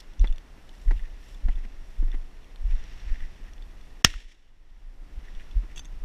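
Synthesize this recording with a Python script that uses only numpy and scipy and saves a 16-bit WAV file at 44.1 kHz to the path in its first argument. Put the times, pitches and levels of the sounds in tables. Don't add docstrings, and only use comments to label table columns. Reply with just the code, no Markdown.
import sys
import numpy as np
from scipy import signal
from scipy.fft import rfft, irfft, next_fast_len
from scipy.io import wavfile
from scipy.ndimage import uniform_filter1d, minimum_filter1d

SR = 44100
rng = np.random.default_rng(int(sys.argv[2]) if len(sys.argv) > 2 else 0)


def wav_record(signal):
    frames = np.transpose(np.atleast_2d(signal))
    bounded = np.clip(frames, -1, 1)
    quanta = np.round(bounded * 32767).astype(np.int16)
    wavfile.write(sys.argv[1], SR, quanta)


N = 266477

# (time of deepest swing [s], peak level [dB], swing frequency [Hz], t60 [s])
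JOLTS = [(0.218, -8, 33.2, 0.19), (0.308, -14.5, 19.6, 0.18), (0.884, -10, 29.7, 0.37),
         (0.97, -16, 29, 0.26), (1.031, -20.5, 22.4, 0.1), (1.46, -13, 28, 0.039), (1.498, -14, 24, 0.17),
         (1.562, -20, 26, 0.42), (2.005, -15.5, 30.3, 0.31), (2.047, -14, 25.9, 0.52),
         (2.152, -17.5, 20.9, 0.18), (2.62, -23.5, 23, 0.14), (2.658, -17, 35.8, 0.47),
         (2.706, -19, 22.2, 0.42), (2.748, -18.5, 25, 0.11), (2.817, -23, 17.6, 0.51),
         (3.076, -26, 44, 0.19), (3.124, -16, 18.4, 0.089), (3.228, -20.5, 20.7, 0.16),
         (4.07, -7.5, 51, 0.044), (4.113, -27.5, 21, 0.23), (4.162, -18, 33, 0.15), (4.26, -24, 24, 0.2),
         (5.182, -28, 47, 0.13), (5.379, -25, 15.4, 0.23), (5.572, -14, 39.3, 0.2)]


def blast():
    # (time [s], rms level [dB], rise [s], hold [s], t60 [s])
    bursts = [(4.0421, 0.5, 0.0021, 0.00064, 0.0081), (4.0463, 22, .0003, .003, 0.0099),
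              (4.053, 2.5, 0.00096, 0.0029, .03)]
    # (frequency [Hz], level [dB])
    blast_colour = [(300, -10.5), (800, -11), (1500, -2.5), (2100, -2.5), (3000, -3), (6500, -5.5),
                    (8000, -19.5), (11000, -26.5), (15000, -42)]
    out, t = np.zeros(N), np.arange(3000) / SR
    noise = rng.standard_normal((len(bursts), len(t)))
    for (s, db, rise, hold, t60), row in zip(bursts, noise):
        decay = amp(-60 * np.maximum(t - rise - hold, 0) / t60)
        shape = np.minimum(t / rise, 1) * decay
        add(out, s, amp(db) * shape * coloured(row, blast_colour, cased=True))
    return out


def pressure_push():
    # (time [s], level [dB], length [s], venting frequency [Hz])
    push = (4.0463, 16, 0.0048, 44)
    out, t = np.zeros(N), np.arange(3000) / SR
    s, db, length, hz = push
    w = 2 * np.pi * hz
    rebound = signal.bilinear([1, 0, 0], [1, 4 * w / 3, w ** 2], SR)
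    half_sine = np.sin(np.pi * np.minimum(t / length, 1))
    add(out, s, -amp(db) * signal.lfilter(*rebound, half_sine))
    return out


def field_return():
    # (frequency [Hz], level [dB])
    return_colour = [(150, -5), (300, -3), (600, -12), (1100, -14), (2000, -5.5), (3400, -5), (4800, -11),
                     (6500, -13), (10000, -23), (15000, -36)]
    grain = crackle(per_s=200, spread_db=3.0, smooth=1.1, puff_s=0.003)
    return echo_gain() * coloured(grain, return_colour, cased=True)


def echo_gain():
    # (time of peak [s], level [dB], rise [s], t60 [s])
    echoes = [(4.064, -15, .006, 0.044), (4.095, -37.5, .015, 0.29), (4.145, -40.5, 0.028, 0.55),
              (4.2, -46, 0.022, 0.35), (4.25, -51.5, .02, .4), (4.291, -46.5, 0.023, 0.39),
              (4.321, -50, 0.02, 0.063), (4.4, -58, 0.09, 1)]
    t = np.arange(N) / SR
    power = np.zeros(N)
    for s, db, rise, t60 in echoes:
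        swell = np.clip(1 + (t - s) / rise, 0, 1)
        power += (swell * amp(db - 60 * np.maximum(t - s, 0) / t60)) ** 2
    return np.sqrt(power)


def latch():
    # (time [s], peak level [dB], brightness [dB per octave])
    contacts = [(5.7603, -38, 3), (5.7674, -43, 7), (5.7724, -35, -2), (5.7784, -32, 5), (5.7854, -40, -1),
                (5.7934, -32, 1.5), (5.8474, -45, 2), (5.8541, -39, 3)]
    # (frequency [Hz], level [dB], t60 [s])
    steel_modes = [(1450, -31, 0.013), (1970, -10, 0.018), (2708, -2, 0.029), (3480, 10, 0.01),
                   (4550, -1, 0.011), (6000, 4, 0.012), (6300, -4.5, 0.068), (7400, -8, 0.029),
                   (7840, -39, .01), (10200, -30, 0.0086)]
    return struck(contacts, steel_modes, rattle_s=0.0024, crack_db=-35)


def jolts():
    out, t = np.zeros(N), np.arange(-2205, 13230) / SR
    for s, db, hz, t60 in JOLTS:
        shape = np.where(t < 0, np.exp(-(2.16 * hz * t) ** 2), amp(-60 * t / t60))
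        turn = 2 * np.pi * hz * t
        overtones = shape * (0.047 * np.cos(2 * turn) + 0.056 * shape * np.cos(3 * turn))
        add(out, s + t[0], -amp(db) * shape * (np.cos(turn) + overtones))
    return signal.sosfiltfilt(signal.butter(2, 130, fs=SR, output="sos"), out)


def sway():
    # (time [s], level [dB])
    wind = [(0.0, -42.5), (0.65, -43.5), (1.35, -38), (2.4, -44.5), (2.9, -33.5), (3.9, -41), (4.2, -55.5),
            (4.5, -37.5), (5.4, -40), (5.85, -37), (6.04, -35)]
    # (frequency [Hz], level [dB])
    sway_colour = [(8, -17.5), (18, 8.5), (35, 3), (55, -13), (90, -23.5), (200, -30), (400, -69.5)]
    shake_db, shake_s = -17, 0.02
    s, db, _, _ = np.transpose(JOLTS)
    gain = np.hypot(level(wind), bumps(s, db + shake_db, shake_s))
    return gain * coloured(rng.standard_normal(N), sway_colour)


def cloth():
    # (time [s], level [dB])
    movement = [(0, -62), (.4, -66.5), (1.2, -62.5), (2.0, -64.5), (2.64, -65), (2.76, -56.5),
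                (3.05, -55.5), (3.6, -66), (4.0, -64.5), (4.45, -64.5), (4.75, -61.5), (5.0, -68.5),
                (5.3, -61.5), (5.6, -62.5), (6.04, -65.5)]
    # (frequency [Hz], level [dB])
    cloth_colour = [(200, -11), (500, -6), (1200, -8), (2200, -5.5), (3500, -10), (6000, -15), (9000, -30),
                    (15000, -41)]
    grain = crackle(per_s=450, spread_db=2.0, smooth=1.6, puff_s=0.0034)
    return level(movement) * coloured(grain, cloth_colour, cased=True)


def grass():
    # (time of middle [s], level [dB], half length [s])
    swishes = [(.2, -80, .1), (0.601, -73, 0.1), (0.868, -66, 0.14), (1.286, -63, 0.076),
               (1.955, -68.5, 0.1), (2.2, -77, .1), (2.66, -69, 0.049), (2.9, -73, 0.097),
               (3.474, -79, .09), (3.87, -74, 0.17), (5.45, -77, 0.075)]
    # (frequency [Hz], level [dB])
    grass_colour = [(1500, -8), (3500, 2), (6000, -2), (9000, -3.5), (12000, -6.5), (15000, -14)]
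    stir_db = -80.5
    grain = crackle(per_s=650, spread_db=5.5, smooth=1.5, puff_s=0.001)
    gain = np.hypot(amp(stir_db), bumps(*np.transpose(swishes)))
    return gain * coloured(grain, grass_colour, cased=True)


def scuffs():
    # (time [s], rms level [dB], length [s], centre frequency [Hz])
    rubs = [(0.0, -49, 0.015, 4500), (0.196, -58.5, 0.046, 3700), (0.247, -58, 0.02, 3300),
            (0.264, -60.5, 0.055, 2840), (0.873, -53, 0.023, 1900), (0.952, -55.5, 0.037, 2780),
            (0.99, -55, 0.02, 1940), (1.028, -56.5, 0.04, 1860), (1.503, -56.5, 0.037, 2700),
            (1.567, -56.5, 0.034, 2030), (1.625, -57, 0.038, 1980), (2.087, -56, 0.082, 1950),
            (2.697, -55.5, 0.047, 2200), (3.075, -53.5, 0.1, 1880), (3.184, -51, 0.067, 1830),
            (3.433, -62, 0.081, 1850), (4.136, -42.5, 0.0098, 1440), (4.693, -59.5, 0.017, 3260),
            (5.224, -59.5, 0.088, 1910), (5.386, -54, 0.043, 1890), (5.692, -59, 0.047, 1980)]
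    spread_octaves = 0.42
    out, noise = np.zeros(N), rng.standard_normal((len(rubs), 2, 6000))
    octaves = np.linspace(-3, 3, 13)
    skirt_db = -9 - 7.9 * abs(octaves)
    band_db = np.maximum(-6 * (octaves / spread_octaves) ** 2, skirt_db)
    for (s, db, length, hz), (rush, slips) in zip(rubs, noise):
        uneven = amp(4.3 * evened(uniform_filter1d(slips, 150)))
        band = np.transpose([hz * 2 ** octaves, band_db])
        rub = coloured(rush * uneven, band, cased=True)[:round(length * SR)]
        add(out, s, amp(db) * rub * signal.windows.tukey(len(rub), 0.5))
    return out


def knocks():
    # (time [s], peak level [dB], brightness [dB per octave])
    blows = [(0.242, -25.5, 2.5), (0.575, -44.5, 1.5), (0.909, -29, 2.3), (0.912, -34, -1.5),
             (1.484, -30.5, 2), (1.576, -45, -1), (1.65, -38, -2.5), (2.026, -32, -1.2), (2.079, -43, 2),
             (2.141, -36, 0.5), (5.632, -42, 0)]
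    # (frequency [Hz], level [dB])
    knock_colour = [(100, 7), (280, 12), (450, -3.5), (800, -4.5), (1400, -11.5), (2000, -4), (3000, -24.5),
                    (5000, -31), (12000, -59)]
    rise_s, t60_s = 0.00096, 0.051
    out, t = np.zeros(N), np.arange(2000) / SR
    noise = rng.standard_normal((len(blows), len(t)))
    shape = amp(-60 * t / t60_s) * np.minimum(t / rise_s, 1)
    for (s, db, bright), row in zip(blows, noise):
        burst = shape * coloured(row, tilted(knock_colour, bright, 1000))
        add(out, s, amp(db) * burst / abs(burst).max())
    return out


def ticks():
    # (time [s], peak level [dB], brightness [dB per octave])
    clear_ticks = [(0.1361, -49.5, 2), (0.195, -36.5, 12), (0.2727, -35, -19), (0.2796, -40.5, -13),
                   (0.3255, -38.5, -1), (0.3596, -45, 0.1), (0.382, -37.5, 2), (0.6926, -39.5, -19),
                   (1.347, -45, -11), (2.1168, -42, 0), (2.5591, -43, -12), (2.7631, -46, -10),
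                   (2.8398, -43.5, 27), (3.0004, -47.5, 12), (3.535, -45, 6), (3.5803, -46, -6),
                   (3.6234, -44.5, -15), (5.35, -45.5, -6), (5.5109, -46, -3)]
    # (frequency [Hz], level [dB], t60 [s])
    tick_modes = [(2940, -3.5, 0.015), (3456, 5, 0.022), (4200, -4, 0.018), (5680, 0, 0.013),
                  (6960, -42, 0.0037)]
    every_tick = np.vstack([clear_ticks, faint_ticks()])
    return struck(every_tick, tick_modes, rattle_s=0.00084, crack_db=-33)


def faint_ticks():
    count, mean_db = 8, -51
    when, size, bright = rng.random((count, 3)).T
    return np.transpose([when * N / SR, mean_db + 6 * (size - 0.5), 20 * (bright - 0.7)])


def hiss():
    # (frequency [Hz], level per Hz [dB])
    hiss_colour = [(35, -30.5), (60, -2.5), (81, -17.5), (141, -19.5), (302, -17.5), (332, -20),
                   (438, -22.5), (491, -24), (798, -25), (2310, -33.5), (13100, -50.5), (15000, -57)]
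    rms_db = -56.5
    return amp(rms_db) * coloured(rng.standard_normal(N), hiss_colour)


def struck(events, modes, rattle_s, crack_db):
    out, t = np.zeros(N), np.arange(3000) / SR
    hz, db, t60 = np.transpose(modes)[:, :, None]
    chance = rng.standard_normal((len(events), 2, len(modes), 1))
    rattles = rng.standard_normal((len(events), len(t))) * np.exp(-t / rattle_s)
    for (s, peak_db, bright), (tune, share), rattle in zip(events, chance, rattles):
        tilt_db = bright * np.log2(hz / 3500)
        each = amp(db + tilt_db + 2 * share - 60 * t / t60)
        ring = (each * np.sin(2 * np.pi * hz * (1 + 0.022 * tune) * t)).sum(0)
        ring = signal.fftconvolve(ring, rattle)[:len(t)]
        crack = np.gradient(uniform_filter1d(rattle, size=3))
        add(out, s, amp(peak_db) * (ring / abs(ring).max() + amp(crack_db) * crack))
    return out


def crackle(per_s, spread_db, smooth, puff_s):
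    starts = rng.random(N) < per_s / SR
    size = amp(spread_db * np.minimum(rng.exponential(1, N), 3)) * starts
    u = np.arange(1500) / SR / puff_s
    puffs = signal.oaconvolve(size, u * np.exp(-u))[:N]
    return (smooth + evened(puffs)) * rng.standard_normal(N)


def coloured(x, points, cased=False):
    # (frequency [Hz], width [Hz], lift [dB])
    resonances = [(1870, 390, 9), (2770, 620, 5.5), (3500, 380, 5), (5580, 580, 9), (6540, 460, 1),
                  (7500, 290, 5)]
    size = next_fast_len(len(x) + 2048)
    hz = np.fft.rfftfreq(size, 1 / SR)
    f, db = np.transpose(points)
    gain = amp(np.interp(np.log(hz + 1), np.log(f + 1), db))
    if cased:
        lift_db = sum(lift / (1 + (2 * (hz - f0) / width) ** 2) for f0, width, lift in resonances)
        gain = gain * amp(lift_db)
    return evened(irfft(rfft(x, size) * gain, size)[:len(x)])


def tilted(points, db_per_octave, pivot_hz):
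    return [(hz, db + db_per_octave * np.log2(hz / pivot_hz)) for hz, db in points]


def level(rows):
    s, db = np.transpose(rows)
    return amp(np.interp(np.arange(N) / SR, s, db))


def bumps(middles, levels_db, half_s):
    t = np.arange(N) / SR
    swells = np.broadcast(middles, levels_db, half_s)
    return np.sqrt(sum(amp(db) ** 2 * np.exp(-((t - s) / h) ** 2) for s, db, h in swells))


def amp(db):
    return 10 ** (np.asarray(db) / 20)


def evened(x):
    return x / np.sqrt(np.mean(x ** 2) + 1e-20)


def add(mix, s, sound):
    part = mix[round(s * SR):][:len(sound)]
    part += sound[:len(part)]


def scene():
    gun = blast() + pressure_push() + field_return() + latch()
    shaking = jolts() + sway() + knocks()
    moving = cloth() + grass() + scuffs() + ticks()
    return (gun + shaking + moving + hiss())[None]


def held(over_db, before_s, after_s, fall_db_per_s):
    before, after = round(before_s * SR), round(after_s * SR)
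    widened = -minimum_filter1d(-over_db, before + after + 1, origin=(after - before) // 2)
    fall = np.arange(N) * fall_db_per_s / SR
    return np.maximum(np.maximum.accumulate(widened + fall) - fall, 0)


def record(dry):
    threshold_db, slow_most_db, edge_hz = -2.5, 12.6, 15250
    ahead_s, hold_s, slow_hold_s = 0.0185, 0.012, 0.41
    power_db = 10 * np.log10(abs(uniform_filter1d(dry[0] ** 2, 88)) + 1e-12)
    over_db = np.maximum(power_db - threshold_db, 0)
    limiter_db = uniform_filter1d(held(over_db, ahead_s, hold_s, fall_db_per_s=1003.0), 44)
    slow_db = held(np.minimum(over_db, slow_most_db), 0, slow_hold_s, fall_db_per_s=21.5)
    pole = np.exp(-1 / (0.1 * SR))
    slow_db = signal.lfilter([1 - pole], [1, -pole], slow_db)
    ducked = dry / amp(np.maximum(limiter_db, slow_db))
    overloaded = np.clip(ducked, -0.97, 0.97)
    band_limit = signal.firwin(511, edge_hz, window=("kaiser", 9), fs=SR)
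    return signal.oaconvolve(overloaded, band_limit[None], "same")


dry = scene()
out = record(dry)
wav_record(out)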